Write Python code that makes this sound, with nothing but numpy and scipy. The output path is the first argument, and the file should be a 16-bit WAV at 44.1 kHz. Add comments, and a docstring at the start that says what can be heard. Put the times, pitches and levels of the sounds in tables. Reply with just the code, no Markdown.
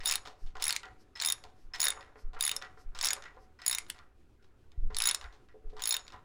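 """Bursts of sharp metal clicks: a hand ratchet drives a bolt into a metal casting on a garage bench.
On each return swing the pawl skips over the teeth; each drop is shaped noise plus the ringing head.
Socket and extension bar knock as the load turns over, with noise and ringing tones; the thread grinds.
A sleeve brushes past as soft hiss, and the swinging arm pushes air at the microphone in low wobbles.
A short echo follows the tool, over a faint murmur and garage hush."""
import sys
import numpy as np
from scipy import signal
from scipy.fft import rfft, irfft, next_fast_len
from scipy.io import wavfile
from scipy.ndimage import uniform_filter1d

SR = 44100
rng = np.random.default_rng(int(sys.argv[2]) if len(sys.argv) > 2 else 0)


def pcm_store(signal):
    """Save signal as 16-bit PCM."""
    levels = np.round(np.clip(np.atleast_2d(signal), -1, 1) * 32767)
    wavfile.write(sys.argv[1], SR, levels.astype(np.int16).T)


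N = 275184

# Levels in the tables are starting points: each function adds its own trims.

# Pawl dropping behind a tooth: start_s, blow_db, ring_db, place struck along the head (0-1),
# clack_pitch_hz, ring_length (share of the head's usual ring)
PAWL_DROPS = [(.058, -32.5, -24, 0.1, 4800, 1.8), (0.072, -32, -39, 0.3, 5400, .9),
              (.075, -35, -29.5, 0.2, 5630, 2.6), (0.085, -36, -28.5, 0.78, 4940, 0.77),
              (0.0899, -31, -34.5, 0.82, 5550, 0.85), (0.0975, -27, -32.5, .2, 5200, 1.3),
              (0.1117, -28.5, -26, 0.47, 5030, 1.4), (0.119, -40, -46.5, 0.8, 2700, .9),
              (0.1234, -27, -28, 0.6, 2390, 0.8), (0.1386, -32, -25, 0.2, 2650, 0.67),
              (0.1564, -28, -27.5, 0.56, 3880, 0.91), (0.6241, -31, -30, 0.67, 5100, .9),
              (.63, -34.5, -42.5, .17, 3400, 0.98), (0.6408, -30, -27, 0.64, 5150, 0.97),
              (0.654, -33, -28, 0.84, 5600, 1.1), (0.6675, -33.5, -32, 0.46, 2210, 1.2),
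              (0.6806, -33, -28, 0.53, 4970, 1.44), (.693, -29.5, -34, .8, 4040, 1),
              (0.707, -27.5, -24.5, 0.1, 4660, 0.41), (0.7263, -29, -25.5, 0.63, 4330, 0.5),
              (.764, -28, -16.5, 0.18, 2250, 0.13), (1.2011, -31, -52, .15, 4220, 1.3),
              (1.215, -32.5, -45, 0.6, 4340, 1.4), (1.2222, -30, -31.5, 0.77, 3970, 1.7),
              (1.2365, -32.5, -36, 0.13, 5130, 0.95), (1.249, -28.5, -34.5, 0.6, 5000, 1.4),
              (1.26, -30, -30, 0.52, 5200, 2), (1.273, -36.5, -25.5, 0.1, 5100, 1.3),
              (1.2866, -33, -25, 0.19, 5800, 1.3), (1.3009, -32.5, -19.5, 0.16, 5900, 0.97),
              (1.323, -30, -20.5, 0.09, 5300, 0.96), (1.803, -29.5, -25.5, 0.24, 4700, 1.24),
              (1.8161, -29.5, -22, .78, 5340, 1.25), (1.8295, -31, -28, 0.9, 4100, 1.5),
              (1.841, -31, -28.5, 0.03, 1940, 3.1), (1.854, -29.5, -29.5, 1, 5540, 2.1),
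              (1.869, -26.5, -27.5, 0.17, 1900, 1), (1.8833, -30, -19.5, .17, 1660, 1.35),
              (1.904, -29.5, -24.5, 0.15, 3700, 0.73), (2.409, -31, -22.5, 0.14, 4600, 0.93),
              (2.4252, -36, -27, 0.89, 4860, 1.2), (2.438, -31.5, -31, 0.85, 5100, 1.7),
              (2.4508, -32, -33.5, 0.42, 4080, 1.4), (2.4655, -36, -24.5, 0.99, 2180, 0.58),
              (2.478, -31.5, -28.5, 0.08, 1950, 1), (2.494, -31, -24, 0.15, 2470, 0.8),
              (2.515, -30, -22.5, 0.15, 2900, 0.98), (2.5648, -35.5, -28.5, 0.95, 5640, 0.57),
              (2.9895, -36.5, -46, .17, 3400, 1.3), (3.0125, -28.5, -35, 0.2, 4530, 1.3),
              (3.028, -43, -24.5, 0.82, 5240, 0.96), (3.04, -29.5, -36, 0.8, 5170, 1),
              (3.0465, -26.5, -30.5, 0.3, 5500, 0.8), (3.055, -31, -28.5, 0.5, 5380, 1.4),
              (3.0591, -29.5, -36, 0.4, 5660, 1.5), (3.0695, -26.5, -43.5, 0.5, 5500, 0.53),
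              (3.0729, -28.5, -30, 0.36, 3860, 0.68), (3.087, -28, -32.5, .8, 5200, 0.69),
              (3.106, -28.5, -24, 0.8, 2180, 1.08), (3.1324, -28.5, -24, 0.96, 5110, 0.47),
              (3.6639, -32, -24.5, 0.88, 5070, .9), (3.68, -31.5, -20, 0.89, 4400, 1.26),
              (3.697, -33.5, -31, 0.37, 1850, 1.3), (3.7122, -33, -26.5, 0.12, 2100, 2.1),
              (3.7291, -30, -34.5, 0.64, 5300, 1.6), (3.749, -32.5, -25.5, 0.12, 5930, 1.3),
              (3.785, -29, -23.5, 0.11, 2220, 0.47), (3.9011, -32.5, -29.5, 0.52, 2860, 0.2),
              (4.947, -37, -69, .18, 4440, .9), (4.9675, -31.5, -34, 0.07, 4070, 1.7),
              (4.986, -37, -29.5, 0.47, 5540, 0.99), (5.003, -28.5, -38.5, 1, 2570, 1.6),
              (5.021, -27.5, -26.5, 0.01, 5180, 1.1), (5.039, -30, -28.5, .04, 5220, 1.4),
              (5.0558, -29, -25.5, 0.16, 5640, 1.8), (5.0729, -28, -22.5, 0.7, 4130, 1.17),
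              (5.0887, -26, -30, 0.7, 4200, 1.5), (5.0966, -31, -40, 0.36, 3270, 0.94),
              (5.112, -28, -30.5, 0.62, 3490, 1.1), (5.1472, -28.5, -21.5, 0, 5430, 0.49),
              (5.8214, -35, -33, .16, 3370, 1.7), (5.8384, -36, -29.5, 0.69, 5300, 0.75),
              (5.8566, -31.5, -27, 0.36, 5150, 0.46), (5.8742, -34, -33, 0.47, 4400, 2.2),
              (5.8916, -34, -31, 0.51, 4100, 2.2), (5.9086, -30.5, -26, 0.75, 4100, 1.1),
              (5.925, -31.5, -24.5, 0.13, 4360, 1.75), (5.942, -31, -27, 0.17, 4000, 1.6),
              (5.9666, -35.5, -21.5, 0.18, 2830, 0.79)]
# Ring of the ratchet head, damped fast while the pawl bears on it:
# pitch_hz, t60_s (time to fall 60 dB), after_ring_t60_s (a fainter, usually longer ring)
HEAD_MODES = [(3714, 0.018, 0.036), (6816, 0.022, 0.84), (9590, 0.0023, 0.032), (10880, 0.012, 0.051),
              (15250, 0.008, 0.039), (9905, 0.011, 0.026), (5300, 0.013, 0.4)]
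# How the first five head modes lie along the head: half_waves, loudest_place (0-1), level_db
HEAD_SHAPES = [(2.2, 0.17, -6.5), (2.06, .32, -7), (3.3, 0.05, 0), (1.59, .46, 3), (.51, .62, -5.5)]
# Colour of the snap in each click: pitch_hz, level_db
SNAP_TONE = [(800, -32), (2500, -6), (4300, 1.5), (5300, -3), (8000, -3), (10000, -23.5), (16500, -59)]
# Colour of the duller thud: pitch_hz, level_db
THUD_TONE = [(400, -32), (900, -4), (1400, -1.5), (2200, -1), (3100, -10), (8000, -60.5)]
# Colour of the bright crack: pitch_hz, level_db
CRACK_TONE = [(7000, -24.5), (8600, 3), (12000, -5), (13500, -11), (15600, -9), (16300, -35.5),
              (17000, -41)]
# Colour of the gritty noise in the knocks and just before each click: pitch_hz, level_db
SCRAPE_TONE = [(300, -22), (900, 1), (2000, -0.5), (4000, 1.5), (7000, -8.5), (10000, -21), (15000, -29.5)]
NODE_LEAK = 0.011  # share of a mode still heard when struck on a node, its still point
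CLACK_DB, CLACK_T60_S = 14.5, 0.0065  # level above the blow
THUD_DB, THUD_DB_PER_OCTAVE = -5.5, -1.5  # the thud weakens as the clack gets lower
SWELL_DB, SWELL_S = -20, 0.0078  # faint noise swelling just before each click
BRIGHT_SWELL_DB = -27  # level of the bright noise swelling just before each click
DETUNE = .004  # spread of mode pitch from tooth to tooth, as a share at 9000 Hz
FLUTTER_DB = 6  # the loose pawl chatters on the head and breaks up its after-ring
HEAD_WANDER_RAD = 0.63  # loose contact shakes the phase of the head's ring
ONSET_S = 0.00056  # each click starts with a brief smooth rise
RATTLE_DB, RATTLE_T60_S = -27, 0.15  # loose parts in the head rattle on after a drop


def pawl():
    """Each drop is a short snap, clack and thud; the head rings in a blend set by where the tooth strikes."""
    out, t = np.zeros(N), np.arange(8000) / SR
    chatter = amp(FLUTTER_DB * lumps(size=150))
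    before = np.arange(-900, 0) / SR  # time leading up to the click
    shake = HEAD_WANDER_RAD * lumps(size=120)
    onset = 1 - np.exp(-(t / ONSET_S) ** 2)
    half_waves, loudest, shape_db = np.transpose(HEAD_SHAPES)
    for s, blow_db, ring_db, place, clack_hz, share in PAWL_DROPS:
        detune, phases, luck, grip = rng.standard_normal((4, len(HEAD_MODES)))
        share = np.clip(share, .2, 3)
        reach = abs(np.cos(np.pi * half_waves * (place - loudest)))
        mode_db = ring_db + shape_db + 20 * np.log10(reach + NODE_LEAK)
        bright_db = max(mode_db[2:4])  # a sharp strike wakes the upper modes and the crack together
        # the last two modes follow the third mode and the blow, with some chance
        mode_db = [*mode_db, mode_db[2] - 0.5 + 3 * luck[1], blow_db - 12.5 + 5 * luck[2]]
        flutter = excerpt(chatter, len(t))

        swell = amp(blow_db + SWELL_DB) * hiss(SCRAPE_TONE, count=900)
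        swell += amp(bright_db + BRIGHT_SWELL_DB) * hiss(CRACK_TONE, count=900)
        add(out, s + before[0], swell * np.exp(before / SWELL_S) * flutter[-900:])

        # a hard spike and a longer body
        blow = fade(t, 0.011, 0.00057) + 2.4 * fade(t, 0.0037, 0.00052)
        # the sprung pawl rebounds weakly, a few milliseconds later
        for wait, size in rng.random((3, 2)):
            since_rebound = np.maximum(t - .0015 - 0.0063 * wait, 0)
            blow = blow + 0.23 * min(share, 1) * size * fade(since_rebound, 0.0035, 0.00012)

        rattle = amp(RATTLE_DB) * fade(t, RATTLE_T60_S, .002) * flutter
        sound = amp(blow_db + 3.5) * hiss(SNAP_TONE, count=len(t)) * (blow + rattle)
        clack = np.sin(2 * np.pi * clack_hz * t) * fade(t, CLACK_T60_S, 0.00059)
        sound += amp(blow_db + CLACK_DB) * clack
        sound += amp(bright_db - 3.0) * hiss(CRACK_TONE, count=len(t)) * blow
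        thud_db = blow_db + THUD_DB + THUD_DB_PER_OCTAVE * np.log2(5000 / clack_hz)
        thud_tail = 0.55 * min(share, 1) * fade(t, 0.11, 0.014) * flutter
        sound += amp(thud_db) * hiss(THUD_TONE, count=len(t)) * (blow + thud_tail)

        for (hz, t60, late), db, d, phase, g in zip(HEAD_MODES, mode_db, detune, phases, grip):
            # every tooth seats a little differently, so each mode rings its own length and strength
            shape = fade(t, t60 * share * 1.31 ** g, 0.0012)
            shape += 0.012 * share ** 2 * fade(t, late, 0.0011) * (1 - t / t[-1]) * flutter
            tuned_hz = hz * (1 + DETUNE * d * np.sqrt(9000 / hz))
            tone = np.sin(2 * np.pi * (tuned_hz * t + phase) + excerpt(shake, len(t)))
            sound += amp(db + 11 + 1.4 * g - 3 * np.log10(share)) * tone * shape
        add(out, s - .0008, sound * onset)
    return out


# Slack in the socket taken up: start_s, tick_db, scrape_db, bump_db,
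# centre_hz (where the casting answers most)
SOCKET_KNOCKS = [(0.0044, -30, -35, -50, 2090), (0.0339, -27.5, -32.5, -64, 1300),
                 (0.2528, -32.5, -30.5, -50.5, 1180), (0.2733, -24.5, -38, -52, 756),
                 (0.4615, -51, -42, -80, 655), (0.553, -40, -34, -43, 1130), (0.599, -30, -27, -49, 1010),
                 (.745, -26, -59, -75, 1980), (0.832, -25, -47, -42, 1400), (0.855, -31, -45.5, -55.5, 740),
                 (1.1537, -43, -26, -50, 1940), (1.4386, -25.5, -40, -52, 900),
                 (1.736, -31.5, -20, -42.5, 1870), (1.964, -45, -65.5, -46.5, 1094),
                 (2.0083, -30.5, -42, -53.5, 2030), (2.156, -66, -75, -52.5, 1204),
                 (2.3327, -41, -41.5, -50.5, 965), (2.363, -53, -55.5, -46, 1280),
                 (2.3887, -40, -30, -54, 953), (2.616, -29, -50, -44, 1490),
                 (2.6226, -21.5, -35, -44.5, 1500), (2.771, -69, -86, -57, 1190),
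                 (2.949, -27, -27, -49.5, 1380), (3.169, -42, -73, -51, 1280),
                 (3.2226, -26, -55, -53.5, 1670), (3.2387, -29, -63, -58.5, 1920),
                 (3.2539, -36, -49.5, -48.5, 1750), (3.3402, -70, -53, -65, 767),
                 (3.368, -70, -71, -54, 955), (3.589, -43, -41, -53, 1760), (3.6178, -24.5, -35, -51, 1880),
                 (3.865, -36, -52.5, -87, 2070), (3.9437, -47, -40, -54.5, 1255),
                 (3.9889, -33.5, -67, -54.5, 1327), (4.425, -55.5, -51, -77, 1490),
                 (4.7183, -38, -76, -71, 1740), (4.902, -55, -47, -47.5, 1097),
                 (5.212, -24, -39.5, -53, 1180), (5.2411, -29, -56, -46.5, 1470),
                 (5.325, -43.5, -42.5, -61.5, 830), (5.4866, -45.5, -59, -63, 1655),
                 (5.5413, -65, -72.5, -57.5, 563), (5.642, -76, -84, -63, 520),
                 (5.697, -49.5, -49, -71.5, 440), (5.729, -70.5, -79, -56, 560),
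                 (5.7666, -39, -37, -48, 1086), (5.7941, -30, -28, -50, 1320),
                 (5.993, -29, -49.5, -61.5, 1500), (6.0668, -36, -52, -80, 1490),
                 (6.103, -39, -61.5, -66, 1500), (6.0797, -26, -42, -62, 1440),
                 (6.122, -32.5, -40.5, -52.5, 1113), (6.141, -48.5, -71.5, -48.5, 1130)]
# Extension bar and casting ringing after a knock: pitch_hz, level_db, t60_s
BAR_MODES = [(433.5, 12, 0.12), (554, -7, 0.037), (749.5, 1, 0.25), (1022, -7, 0.21), (1400, -1, 0.12),
             (1850, -5.5, 0.18), (1944, -2, 0.32), (5220, -15, 0.092)]
TICK_RING_DB, TICK_T60_S = 5.5, 0.01  # a tick also wakes the first listed mode of the head
KNOCK_RISE_S, BODY_T60_S = 0.0015, 0.22
SOFT_CUT_S = 0.109  # the softest knock's bump noise has its t60 shortened by this much
BAR_WANDER_RAD = .5  # loose contact shakes the phase of the bar's ring
BOUNCE_S = 0.034  # a knocked socket makes its bounces within this time


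def socket():
    """Each knock is a tick with a gritty scrape behind it, a dull bump, and the bar ringing."""
    out, t = np.zeros(N), np.arange(9000) / SR
    grit = amp(4 * lumps(size=90))  # loose parts rattle, so the noise comes in grains
    shake = BAR_WANDER_RAD * lumps(size=400)
    for s, tick_db, scrape_db, bump_db, centre_hz in SOCKET_KNOCKS:
        phases, rattle = rng.random(len(BAR_MODES)), excerpt(grit, len(t))
        shape = amp(tick_db - 12) * fade(t, 0.011, 0.00046)
        shape += amp(scrape_db - 20.5) * fade(t, 0.22, 0.0052) * rattle
        sound = hiss(SCRAPE_TONE, count=len(t)) * shape
        tick_tone = np.sin(2 * np.pi * HEAD_MODES[0][0] * t) * fade(t, TICK_T60_S, 0.0021)
        sound += amp(tick_db - 16.0 + TICK_RING_DB) * tick_tone

        soft = np.clip((bump_db - tick_db) / 12, 0, 1)  # 0 metal on metal, 1 a cushioned thud
        hump = [(centre_hz / 4, -22), (centre_hz, 0), (centre_hz * 4, -32), (12000, -60)]
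        bump_shape = fade(t, BODY_T60_S - SOFT_CUT_S * soft, KNOCK_RISE_S) * rattle
        body = amp(bump_db - 4) * hiss(hump, count=len(t)) * bump_shape
        for (hz, db, t60), phase in zip(BAR_MODES, phases):
            # modes near the centre answer most; the top mode is judged by the pitch of the one below
            away_db = 16 * abs(np.log2(min(hz, BAR_MODES[-2][0]) / centre_hz))
            if hz == BAR_MODES[0][0]:
                away_db *= 1 - .5 * soft  # a soft knock wakes the lowest mode more easily
            # the scrape drives the top mode, the bump all the others
            level_db = (bump_db if hz < 3000 else scrape_db) + db - away_db
            tone = np.sin(2 * np.pi * (hz * t + phase) + excerpt(shake, len(t)))
            body += amp(level_db) * tone * fade(t, t60, KNOCK_RISE_S) * np.sqrt(rattle[::-1])
        add(out, s, sound + body)
        for wait, size in rng.random((3, 2)):  # each bounce is a short clunk of the same body
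            add(out, s + BOUNCE_S * wait, size * body[:900] * amp(-60 * t[:900] / 0.056))
    return out


# Thread and grip creak most as a swing ends or the hand shifts: peak_s, level_db
GRIND_PEAKS = [(0.08, -55), (.76, -62.5), (1.34, -67), (1.91, -53.5), (2.54, -56.5), (3.14, -54),
               (3.82, -66.5), (4.02, -77), (4.5, -77), (5.09, -56.5), (5.89, -57.5)]
# Colour of the grinding: pitch_hz, level_db
GRIND_COLOUR = [(150, -42), (260, 2), (600, 3.5), (1400, 8.5), (2400, -5), (3500, -20.5), (7000, -22.5),
                (11000, -51)]
SING_DB, SING_WIDTH_HZ = 13.5, 6.9  # the grinding makes the bar and casting sing at their low modes
GRIND_RISE_DB_PER_S, GRIND_FALL_DB_PER_S = 111, 65
MURMUR_DB = -87.5  # faint background murmur, uneven in time and pitch


def thread():
    """Grinding noise in quick lumps, coloured by the bar's low modes, over a faint uneven murmur."""
    size = next_fast_len(N)
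    t, hz = np.arange(N) / SR, np.fft.rfftfreq(size, 1 / SR)
    load = np.zeros(N)
    for s, db in GRIND_PEAKS:
        slope = np.where(t < s, GRIND_RISE_DB_PER_S, GRIND_FALL_DB_PER_S)
        load += amp(db - slope * abs(t - s))
    resonances = sum(1 / (1 + ((hz - f) / SING_WIDTH_HZ) ** 2) for f, db, t60 in BAR_MODES[:3])
    sing = 1 + amp(SING_DB) * resonances
    grain = hiss(GRIND_COLOUR)
    murmur = amp(MURMUR_DB) * patchy(grain, spread_db=7.0)
    singing = evened(irfft(rfft(grain, size) * sing, size)[:N])
    return load * amp(2.2 * lumps(size=500)) * singing + murmur


# Sleeve brushing past: middle_s, level_db, length_s
SLEEVE_BRUSHES = [(0.435, -71.5, 0.099), (1.015, -71, 0.049), (1.615, -76.5, 0.11), (2.205, -69, 0.062),
                  (2.809, -68, 0.06), (3.43, -75, 0.07)]
# Colour of the cloth: pitch_hz, level_db
CLOTH_TONE = [(1500, -17), (3500, -18), (5200, -7.5), (7000, -17.5), (13000, -24.5), (15500, -47)]


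def sleeve():
    """Cloth rubbing past gives noise in soft swells."""
    t = np.arange(N) / SR
    swells = sum(amp(db) * np.exp(-(2 * (t - s) / length) ** 2) for s, db, length in SLEEVE_BRUSHES)
    return hiss(CLOTH_TONE) * swells


# Air pushed at the microphone: start_s, level_db, starting_pitch_hz (it slows from there), t60_s
AIR_PUSHES = [(-.04, -41.5, 13.2, 0.97), (0.267, -52.5, 160, 0.087), (0.418, -32.5, 13, 0.73),
              (1.448, -48, 39, 0.1), (1.629, -42.5, 14.6, 0.5), (2.231, -31.5, 14.6, 0.57),
              (2.845, -37, 14.4, 0.86), (4.776, -15.5, 16.2, 0.085), (4.814, -23.5, 13.3, 0.55),
              (5.237, -43, 34, 0.29), (5.64, -35.5, 15.1, 0.61), (6.139, -47, 45, 0.12)]
# Colour of the slow draught: pitch_hz, level_db
DRAUGHT_TONE = [(4, 9), (15, -4), (40, -6.5), (80, -8), (110, -24.5), (200, -58.5)]
STIR_DB = -58  # slow draught on the microphone


def draught():
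    """Each push of air bows the diaphragm out slowly, lets it drop back fast, and it settles."""
    t = np.arange(SR // 2) / SR
    out = amp(STIR_DB + 1.2 * lumps(size=5000)) * hiss(DRAUGHT_TONE)
    for s, db, hz, t60 in AIR_PUSHES:
        phase = 2 * np.pi * hz * t / (1 + 3.6 * t)
        wobble = np.sin(phase) - 1.1 * np.sin(2 * phase)
        add(out, s, amp(db + 3.0) * wobble * fade(t, t60, 0.016))
        # the push breaks into eddies that rumble while it lasts
        eddies = hiss([(60, -4.0), (500, -39.5), (3000, -110)], count=len(t))
        add(out, s, amp(db - 14.5) * eddies * fade(t, t60, 0.022))
    return out


# How fast the room's echo dies at each pitch: pitch_hz, t60_s
WALL_FADES = [(500, 0.4), (1300, 0.15), (3500, 0.084), (9000, 0.074), (15000, 0.016)]


def garage(x):
    """Echo made of sparse taps of random sign, each band dying at its own speed."""
    taps, at = np.zeros(SR // 2), np.arange(150, SR // 2 - 20, 20)
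    taps[at + rng.integers(0, 20, len(at))] = rng.choice([-1., 1.], len(at))
    hz, t, z = signal.stft(taps, SR, nperseg=256)
    fall_db = 60 * t / read(WALL_FADES, hz)[:, None]
    # near walls die fast, the far end lingers faintly
    fall = amp(-fall_db) + 0.091 * amp(-fall_db / 5.5)
    tail = signal.istft(z * fall, SR, nperseg=256)[1]
    return signal.fftconvolve(x, tail / np.linalg.norm(tail))[:N]


# Colour of the garage hush: pitch_hz, level_db
HUSH_TONE = [(60, -28.5), (100, 0.5), (180, -9.5), (400, -5.5), (540, -18.5), (1400, -36.5), (2500, -27.5),
             (12000, -42.5), (13000, -53.5)]
HUSH_DB = -69


def hush():
    """The garage's faint background air is steady noise with a slightly drifting level."""
    return amp(HUSH_DB + 2.0 * lumps(size=3000)) * hiss(HUSH_TONE)


def amp(db):
    """Decibels to gain."""
    return 10 ** (np.asarray(db) / 20)


def evened(x):
    """Scales to rms 1."""
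    return x / np.sqrt(np.mean(x ** 2) + 1e-20)


def read(points, hz):
    """Reads a table by pitch, on a log-frequency axis."""
    f, value = np.transpose(points)
    return np.interp(np.log(hz + 1), np.log(f + 1), value)


def hiss(points, count=N):
    """Noise of rms 1 with the given spectrum."""
    size = next_fast_len(count)
    gain = amp(read(points, np.fft.rfftfreq(size, 1 / SR)))
    return evened(irfft(rfft(rng.standard_normal(size)) * gain, size)[:count])


def add(mix, s, sound):
    """Mixes a sound in at a time; what falls before zero is dropped."""
    at = round(s * SR)
    part = mix[max(at, 0):][:len(sound) + min(at, 0)]
    part += sound[max(-at, 0):][:len(part)]


def fade(t, t60, rise):
    """Quick rise, exponential fall."""
    return (1 - np.exp(-t / rise)) * amp(-60 * t / t60)


def lumps(size):
    """Slow chance of rms 1 that changes over about size samples."""
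    return evened(uniform_filter1d(uniform_filter1d(rng.standard_normal(N), size), size))


def excerpt(x, count):
    """Takes a stretch of x from a random place."""
    return x[rng.integers(N - count):][:count]


def patchy(x, spread_db):
    """Drifting louder and softer patches in time and pitch."""
    z = signal.stft(x, nperseg=512)[2]
    field = uniform_filter1d(rng.standard_normal(z.shape), size=4, axis=0)
    field = uniform_filter1d(field, size=8, axis=1)
    return signal.istft(z * amp(spread_db * evened(field)), nperseg=512)[1][:N]


def scene():
    """The tool with its room echo, then the soft sounds near the microphone and the hush."""
    tool = pawl() + socket()
    echo = amp(-12.5) * garage(tool)
    return (tool + echo + thread() + sleeve() + draught() + hush())[None]


EDGE_HZ = 16550  # the treble stops here


def record(dry):
    """A steep low-pass filter sets the band limit."""
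    low_pass = signal.firwin(511, EDGE_HZ, window=("kaiser", 9), fs=SR)
    return signal.oaconvolve(dry, low_pass[None], "same")


dry = scene()
out = record(dry)
pcm_store(out)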